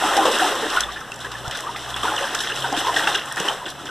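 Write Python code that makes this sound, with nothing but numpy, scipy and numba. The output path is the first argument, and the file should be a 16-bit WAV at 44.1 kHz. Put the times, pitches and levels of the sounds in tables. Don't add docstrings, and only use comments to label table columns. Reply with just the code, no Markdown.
import sys
import numpy as np
from scipy import signal
from scipy.fft import rfft, irfft, next_fast_len
from scipy.io import wavfile
from scipy.ndimage import uniform_filter1d
from numba import njit

SR = 44100
rng = np.random.default_rng(int(sys.argv[2]) if len(sys.argv) > 2 else 0)


def boost_factor(decibels):
    exponent = np.asarray(decibels, float) / 20
    return 10 ** exponent


def digitize_waveform(pressure):
    field = np.atleast_2d(pressure).T
    bounded = np.clip(field, -1, 1)
    quanta = np.round(bounded * 32767).astype(np.int16)
    wavfile.write(sys.argv[1], SR, quanta)


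N = 171990


def table(points, hz):
    p = np.array(points, float)
    return np.interp(np.log(np.maximum(hz, 1)), np.log(p[:, 0]), p[:, 1])


def unit(x):
    return x / np.sqrt(np.mean(x[0] ** 2))


# frequency in Hz, side level against mid in dB.
SIDE_SPREAD = [(1500, -57), (3000, -52), (4500, -8.5), (8000, -7), (14000, -13)]


def mid_side_gain(hz):
    return np.array([np.ones(len(hz)), boost_factor(table(SIDE_SPREAD, hz))])


def hiss(points):
    hz = np.arange(N // 2 + 1) * SR / N
    gain = boost_factor(table(points, hz)) * mid_side_gain(hz)
    return unit(irfft(rfft(rng.standard_normal((2, N))) * gain, N))


def walk(rate):
    k = int(SR / rate)
    steps = np.repeat(rng.standard_normal(400), k)[:N]
    return 0.86 * uniform_filter1d(uniform_filter1d(steps, k), k)


@njit
def ring(n, start, step, decay, rise, glide, size, side):
    out = np.zeros((2, n))
    for k in range(len(start)):
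        fall, swell = size[k], size[k]
        phase, turn = 0., step[k]
        for i in range(start[k], n):
            level = fall - swell
            out[0, i] += level * np.sin(phase)
            out[1, i] += level * (np.cos(phase) + .5 * np.sin(phase)) * side[k]
            fall *= decay[k]
            swell *= rise[k]
            phase += turn
            turn = min(turn * glide[k], 2.8)
            if fall < size[k] * .003:
                break
    return out


def grains(s, hz, t60, db, rise, glide, place):
    n = np.maximum(t60 * SR, 4)
    decay = np.exp(-np.log(1000) / n)
    swell = decay ** (1 + 1 / max(rise, .01))
    side = boost_factor(table(SIDE_SPREAD, hz)) * place
    return ring(N, (s * SR).astype(np.int64), 2 * np.pi * hz / SR, decay, swell,
                (1 + glide) ** (1 / n), boost_factor(db), side)


# frequency in Hz, level in dB.
WATER_COLOUR = [(150, -27.5), (290, -9.5), (750, -4), (2000, -4.5), (3600, -11), (5400, -18), (8000, -16.5),
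                (14000, -30.5)]


def swarm(count, lo_hz, hi_hz, cycles, scatter_db, clump_s, low_db=0):
    detune, glide = 0.146, 0.34
    clump_when, clump_pitch, clump_level = np.repeat(rng.random((count, 3)), 6, axis=0).T
    delay, level, length = rng.random((6 * count, 3)).T
    pitch, place = rng.standard_normal((6 * count, 2)).T
    s = np.minimum(clump_when * N / SR - clump_s * np.log(1 - delay), (N - 1) / SR)
    hz = lo_hz * (hi_hz / lo_hz) ** clump_pitch * (1 + detune) ** pitch
    hz = np.minimum(hz, .35 * SR)
    big = (low_db + np.zeros(N))[(s * SR).astype(int)] * (1 - 2 * clump_pitch)
    scatter = -scatter_db * np.log((1 - .9 * clump_level) * (1 - .9 * level))
    db = table(WATER_COLOUR, hz) + 10 * np.log10(hz) + scatter + big
    t60 = cycles * (0.35 + 1.26 * length) / hz
    return unit(grains(s, hz, t60, db, 0.3, glide, place))


# start in seconds, peak in dB, brightness in dB, decay t60 in seconds.
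NET_SLAPS = [(0.165, -4.5, -17, 0.096), (0.252, -6.5, -8, 0.27), (0.312, -7.5, 7.5, 0.48),
             (0.394, -6.5, -3.5, 0.84), (0.697, -23, 12, 1), (1.203, -20, 5, 0.22), (1.244, -20, -11, 0.27),
             (1.314, -19, 7, 0.32), (1.509, -24.5, 22, 0.91), (1.549, -20, 20, 0.18),
             (1.76, -18, 14.5, 0.15), (0.919, -19, 1, 0.073), (1.96, -12, 8, 0.1), (2.155, -22, 18, 0.23),
             (3.451, -14, -14.5, 0.4), (2.031, -14, -16, 1), (2.175, -12.5, 0.5, 0.78),
             (2.345, -17, 26, 0.16), (2.403, -16, 16, 0.47), (2.56, -29, 6, 0.22), (2.765, -14.5, 16, 0.31),
             (2.962, -9, 1, 0.98), (3.071, -3, 6.5, 0.14), (3.145, -11, 18.5, 0.27),
             (3.306, -38, -11.5, 0.23), (3.368, -12, -5, 0.67), (3.398, -16, -10, 0.83),
             (3.479, -5.5, 4, 0.1), (3.658, -17.5, 8.5, 0.29), (3.851, -21.5, 3, 0.53)]


def slaps():
    slap_db, rise_s = -13.5, 0.0011
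    body, top = np.zeros((2, N))
    for s, db, bright_db, t60 in NET_SLAPS:
        u = np.maximum(np.arange(N) / SR - s, 0)
        burst = (boost_factor(db + slap_db - 60 * u / max(t60, .03)) * (1 - np.exp(-u / rise_s))) ** 2
        body += burst * boost_factor(-bright_db)
        top += burst * boost_factor(bright_db)
    return body, top


# start in seconds, level in dB, spray against it in dB, big-bubble share in dB.
NET_CHURN = [(0, -17, -12, 0.5), (.2, -18.5, -9, 9.5), (.45, -21.5, -10.5, 4.5), (.66, -24.5, -1, 10.5),
             (.8, -26, -3, -6), (.92, -34.5, -0.5, 2), (1.102, -35, -8.5, 2.5), (1.6, -31, -6, 3.5),
             (1.7, -35.5, -5, 10.5), (2.0, -32, -1, -2), (2.06, -30.5, -5.5, 1.5), (2.3, -29, -0.5, 3.5),
             (2.6, -29.5, 1, 9), (2.9, -22, -6.5, 0), (3.14, -25, -3, 8.5), (3.22, -32.5, -5, -3.5),
             (3.55, -34.5, 0, 6), (3.9, -36.5, -6, 15)]


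def water():
    s, *columns = np.array(NET_CHURN, float).T
    level, bright, big = (np.interp(np.arange(N) / SR, s, c) for c in columns)
    slap_body, slap_top = slaps()
    body = boost_factor(level + 0.5 * walk(9.53)) ** 2 + slap_body
    top = boost_factor(level + bright + 1.3 * walk(10)) ** 2 + slap_top
    wash = boost_factor(-7 + 2.75 * walk(25.25)) * hiss(WATER_COLOUR)
    bubbles = boost_factor(-7.5) * swarm(count=700, lo_hz=251.4, hi_hz=2373, cycles=28.3, scatter_db=2.5,
                                clump_s=.025, low_db=big)
    fizz = boost_factor(-6 + 2.0 * walk(18)) * swarm(count=1100, lo_hz=1508, hi_hz=6590, cycles=17.5,
                                            scatter_db=3.5, clump_s=.012)
    spray_level = boost_factor(-10.5 + 2.3 * walk(7.3) + 6.2 * walk(35))
    spray = spray_level * swarm(count=5000, lo_hz=3094, hi_hz=15500, cycles=12.3,
                                scatter_db=2.0, clump_s=.008)
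    return (wash + bubbles) * np.sqrt(body) + (fizz + spray) * np.sqrt(top)


# start in seconds, peak in dB, pitch in Hz.
SINGLE_BUBBLES = [(0.036, -10, 838), (0.175, -1.5, 785), (0.252, -0.5, 496.5), (0.393, -4.5, 1660),
                  (0.419, -3, 739.5), (0.449, -13, 809), (0.734, -13, 1795), (0.77, -2.5, 1412),
                  (0.085, -9, 1302), (0.96, -15, 1703), (1.011, -21.5, 1273), (0.225, -9.5, 1040),
                  (1.247, -15, 1650), (1.35, -19, 1724), (1.451, -19.5, 1350), (1.666, -15.5, 1157),
                  (1.69, -17, 918), (1.747, -20.5, 1210), (0.255, -10.5, 1125), (2.031, -13, 1150),
                  (2.05, -7, 933), (2.119, -10.5, 839), (0.31, -9, 499), (2.642, -9.5, 921),
                  (2.724, -8.5, 777), (2.847, -11.5, 942), (2.881, -5.5, 994), (2.962, -2.5, 1825),
                  (0.884, -18, 1140), (1.509, -20, 1800), (1.575, -23, 1930), (1.636, -19, 1007),
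                  (1.88, -24, 1190), (2.08, -12, 1404), (2.21, -15, 540), (2.239, -12.5, 1620),
                  (2.498, -14, 1615), (2.642, -12, 1497), (2.868, -12, 1063), (3.075, -12, 803),
                  (3.155, -11, 1577), (3.368, -14, 1717), (3.465, -18.5, 900), (3.57, -22.5, 743),
                  (3.615, -21.5, 965), (3.795, -22, 1360), (3.888, -20, 1500)]


def single_bubbles():
    bubble_db, mates_db, mates_s = -5.5, -10, .02
    s, db, hz = np.array(SINGLE_BUBBLES, float).T
    t60 = 0.055 * (1000 / hz) ** .5
    db = db + bubble_db
    out = grains(s, hz, t60, db, 0.28, 0.14, rng.standard_normal(len(s)))
    for late, detune, place in rng.standard_normal((4, 3, len(s))):
        mate_s = s + mates_s * np.tanh(np.abs(late)) * np.minimum(1000 / hz, 1.5)
        out += grains(mate_s, hz * (1 + 0.0964 * detune), t60, db + mates_db, 0.18, 0.13, place)
    return out


# start in seconds, peak in dB, pitch in Hz, ring t60 in seconds.
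HOLLOW_GULPS = [
    (1.478, -14.5, 114, 0.038),
    (2.724, -14.5, 279, 0.13),
    (3.402, -18, 175, 0.053),
    (0.51, -11.5, 420, 0.099),
    (0.63, -12, 440, 0.145),
    (3.404, -9, 445, 0.055),
    (2.775, -11, 292, 0.051),
    (2.04, -15.5, 440, 0.11),
    (3.31, -17.5, 1800, 0.062),
]


def gulps():
    s, db, hz, t60 = np.array(HOLLOW_GULPS, float).T
    return grains(s, hz, t60, db - 5.5, 0.15, 0.14, rng.standard_normal(len(s)))


# start in seconds, peak in dB, pitch in Hz.
SMALL_PINGS = [(0.7358, -25, 3060), (0.763, -15.5, 2970), (0.8057, -20, 3230), (0.8356, -12, 3480),
               (1.1192, -15, 2650), (1.511, -19, 3020), (1.763, -33, 3490), (1.9421, -15.5, 3330),
               (1.968, -22, 3500), (2.0315, -15, 3160), (2.167, -22, 3100), (2.18, -11, 2830),
               (2.3491, -28, 3260), (2.4045, -28, 2900), (2.4359, -19, 3260), (2.5205, -14.5, 2820),
               (2.622, -14.5, 3130), (2.7482, -15.5, 3100), (2.808, -18, 2970), (2.9423, -16, 3060),
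               (2.9627, -10.5, 3450), (3.073, -7, 2690), (3.1513, -13, 2790), (3.3174, -25, 3380),
               (3.3987, -18, 2940), (3.485, -6, 3036), (3.656, -21, 3430), (3.8694, -24, 3030)]


def pings():
    s, db, hz = np.array(SMALL_PINGS, float).T
    return grains(s, hz, .025 * 3000 / hz, db - 4, 0.091, 0.093, rng.standard_normal(len(s)))


# start in seconds, peak in dB, pitch in Hz.
TICKING_DROPS = [(0.1677, -12, 5360), (0.317, -18, 5820), (0.386, -15, 5820), (0.553, -20, 7670),
                 (0.701, -16.5, 4910), (0.8056, -6.5, 5850), (0.9203, -30, 5100), (1.0051, -30, 7890),
                 (1.1179, -26, 5940), (1.1408, -26, 5920), (1.1593, -27, 7440), (1.1902, -30, 5600),
                 (1.3167, -24.5, 5720), (1.384, -29, 5250), (1.479, -23, 6100), (1.51, -21, 6140),
                 (1.5716, -20, 7750), (1.605, -21.5, 7700), (1.9026, -27, 7450), (1.9634, -25, 7560),
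                 (2.0303, -30, 7320), (2.162, -19.5, 5900), (2.2867, -26, 5550), (2.3487, -9.5, 5700),
                 (2.4064, -22, 5600), (2.5591, -19, 5240), (2.7252, -18.5, 5510), (2.9637, -24, 5890),
                 (3.157, -15, 5560), (3.257, -26, 7900), (3.3232, -16.5, 7900), (3.3593, -22, 7860),
                 (3.4002, -12.5, 6300), (3.479, -32, 5270), (3.702, -23.5, 7760), (3.8555, -24.5, 5550)]


def drops():
    size = 4096
    width_octaves, drop_db, rise_s, t60_s = 0.63, 2, 0.0016, 0.012
    out = np.zeros((2, N + size))
    t, f = np.arange(size) / SR, np.arange(size // 2 + 1) * SR / size + 1
    for s, db, hz in TICKING_DROPS:
        peak = 1 / (1 + (np.log2(f / hz) / width_octaves) ** 2)
        colour = peak / (1 + (f / 9000) ** 2) * mid_side_gain(f)
        spatter = unit(irfft(rfft(rng.standard_normal((2, size))) * colour, size))
        envelope = boost_factor(db + drop_db - 60 * t / t60_s) * (1 - np.exp(-t / rise_s))
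        start = int(s * SR)
        out[:, start:start + size] += spatter * envelope
    return out[:, :N]


def tank(dry):
    t60_s, tank_db = 0.18, -12
    t = np.arange(SR // 4) / SR
    tail = rng.standard_normal((2, len(t))) * boost_factor(-60 * t / t60_s) * (t > .003)
    tail = boost_factor(tank_db) * tail / np.sqrt(np.sum(tail ** 2, axis=1, keepdims=True))
    return dry + signal.fftconvolve(dry, tail, axes=1)[:, :N]


# start in seconds, firing rate in Hz, level in dB, line at that rate in dB.
FAR_ENGINE = [
    (0, 52, -64, 1),
    (.8, 56, -63, 10.5),
    (1.1, 59, -56, 0),
    (1.4, 60.7, -49.5, -7.5),
    (2.1, 62.4, -45.5, -6),
    (2.33, 64, -49.5, -8),
    (2.6, 66, -46.5, -4.5),
    (3.1, 67.7, -52, -3.5),
    (3.3, 68.5, -52.5, -12),
    (3.9, 70.3, -56.5, 3),
]


def engine():
    flutter_db = 6
    s, hz, db, low_db = np.array(FAR_ENGINE, float).T
    t = np.arange(N) / SR
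    phase = 2 * np.pi * np.cumsum(np.interp(t, s, hz) * (1 + 0.009 * walk(6.47))) / SR
    low = boost_factor(np.interp(t, s, low_db) + flutter_db * walk(9)) * np.sin(phase)
    octave = boost_factor(flutter_db * walk(7)) * np.sin(2 * phase)
    return boost_factor(np.interp(t, s, db)) * (low + octave) * np.array([[1.4], [0]])


# frequency in Hz, level in dB.
AIR_COLOUR = [(25, -6), (60, -14), (120, 1.5), (250, 0), (1000, -9), (14000, -28.5)]


def air():
    return boost_factor(-44.5) * hiss(AIR_COLOUR)


def scene():
    dry = water() + single_bubbles() + gulps() + pings() + drops()
    mid, side = tank(dry) + engine() + air()
    return np.array([mid + side, mid - side])


def roll_off(x):
    return signal.sosfilt(signal.butter(12, 14330, fs=SR, output="sos"), x)


def record(dry):
    notch_hz, notch_db, notch_top_hz, port_skew = 2262, -1.5, 5560, .028
    bass_side_hz, bass_turn_hz, bass_side_db = 25.5, 620, 6
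    size = next_fast_len(N + 4096)
    hz = np.arange(size // 2 + 1) * SR / size
    skew = port_skew * np.array([[-1], [1]]) / (1 + (3200 / (hz + 1)) ** 4)
    lag = (1 + skew) / notch_hz
    echo = boost_factor(notch_db) * np.exp(-2j * np.pi * hz * lag)
    echo = echo / np.sqrt(1 + (hz / notch_top_hz) ** 2) / (1 + (600 / (hz + 1)) ** 2)
    spec = rfft(dry, size) * (1 - echo) / (1 + (hz / 14330) ** 300)
    tilt = boost_factor(bass_side_db) * spec.mean(axis=0) * hz / (hz + 8)
    tilt = tilt / (1 + 1j * hz / bass_side_hz) / (1 + 1j * hz / bass_turn_hz)
    ports = irfft(spec + np.array([-tilt, tilt]), size)[:, :N]
    return roll_off(ports)


dry = scene()
out = record(dry)
digitize_waveform(out)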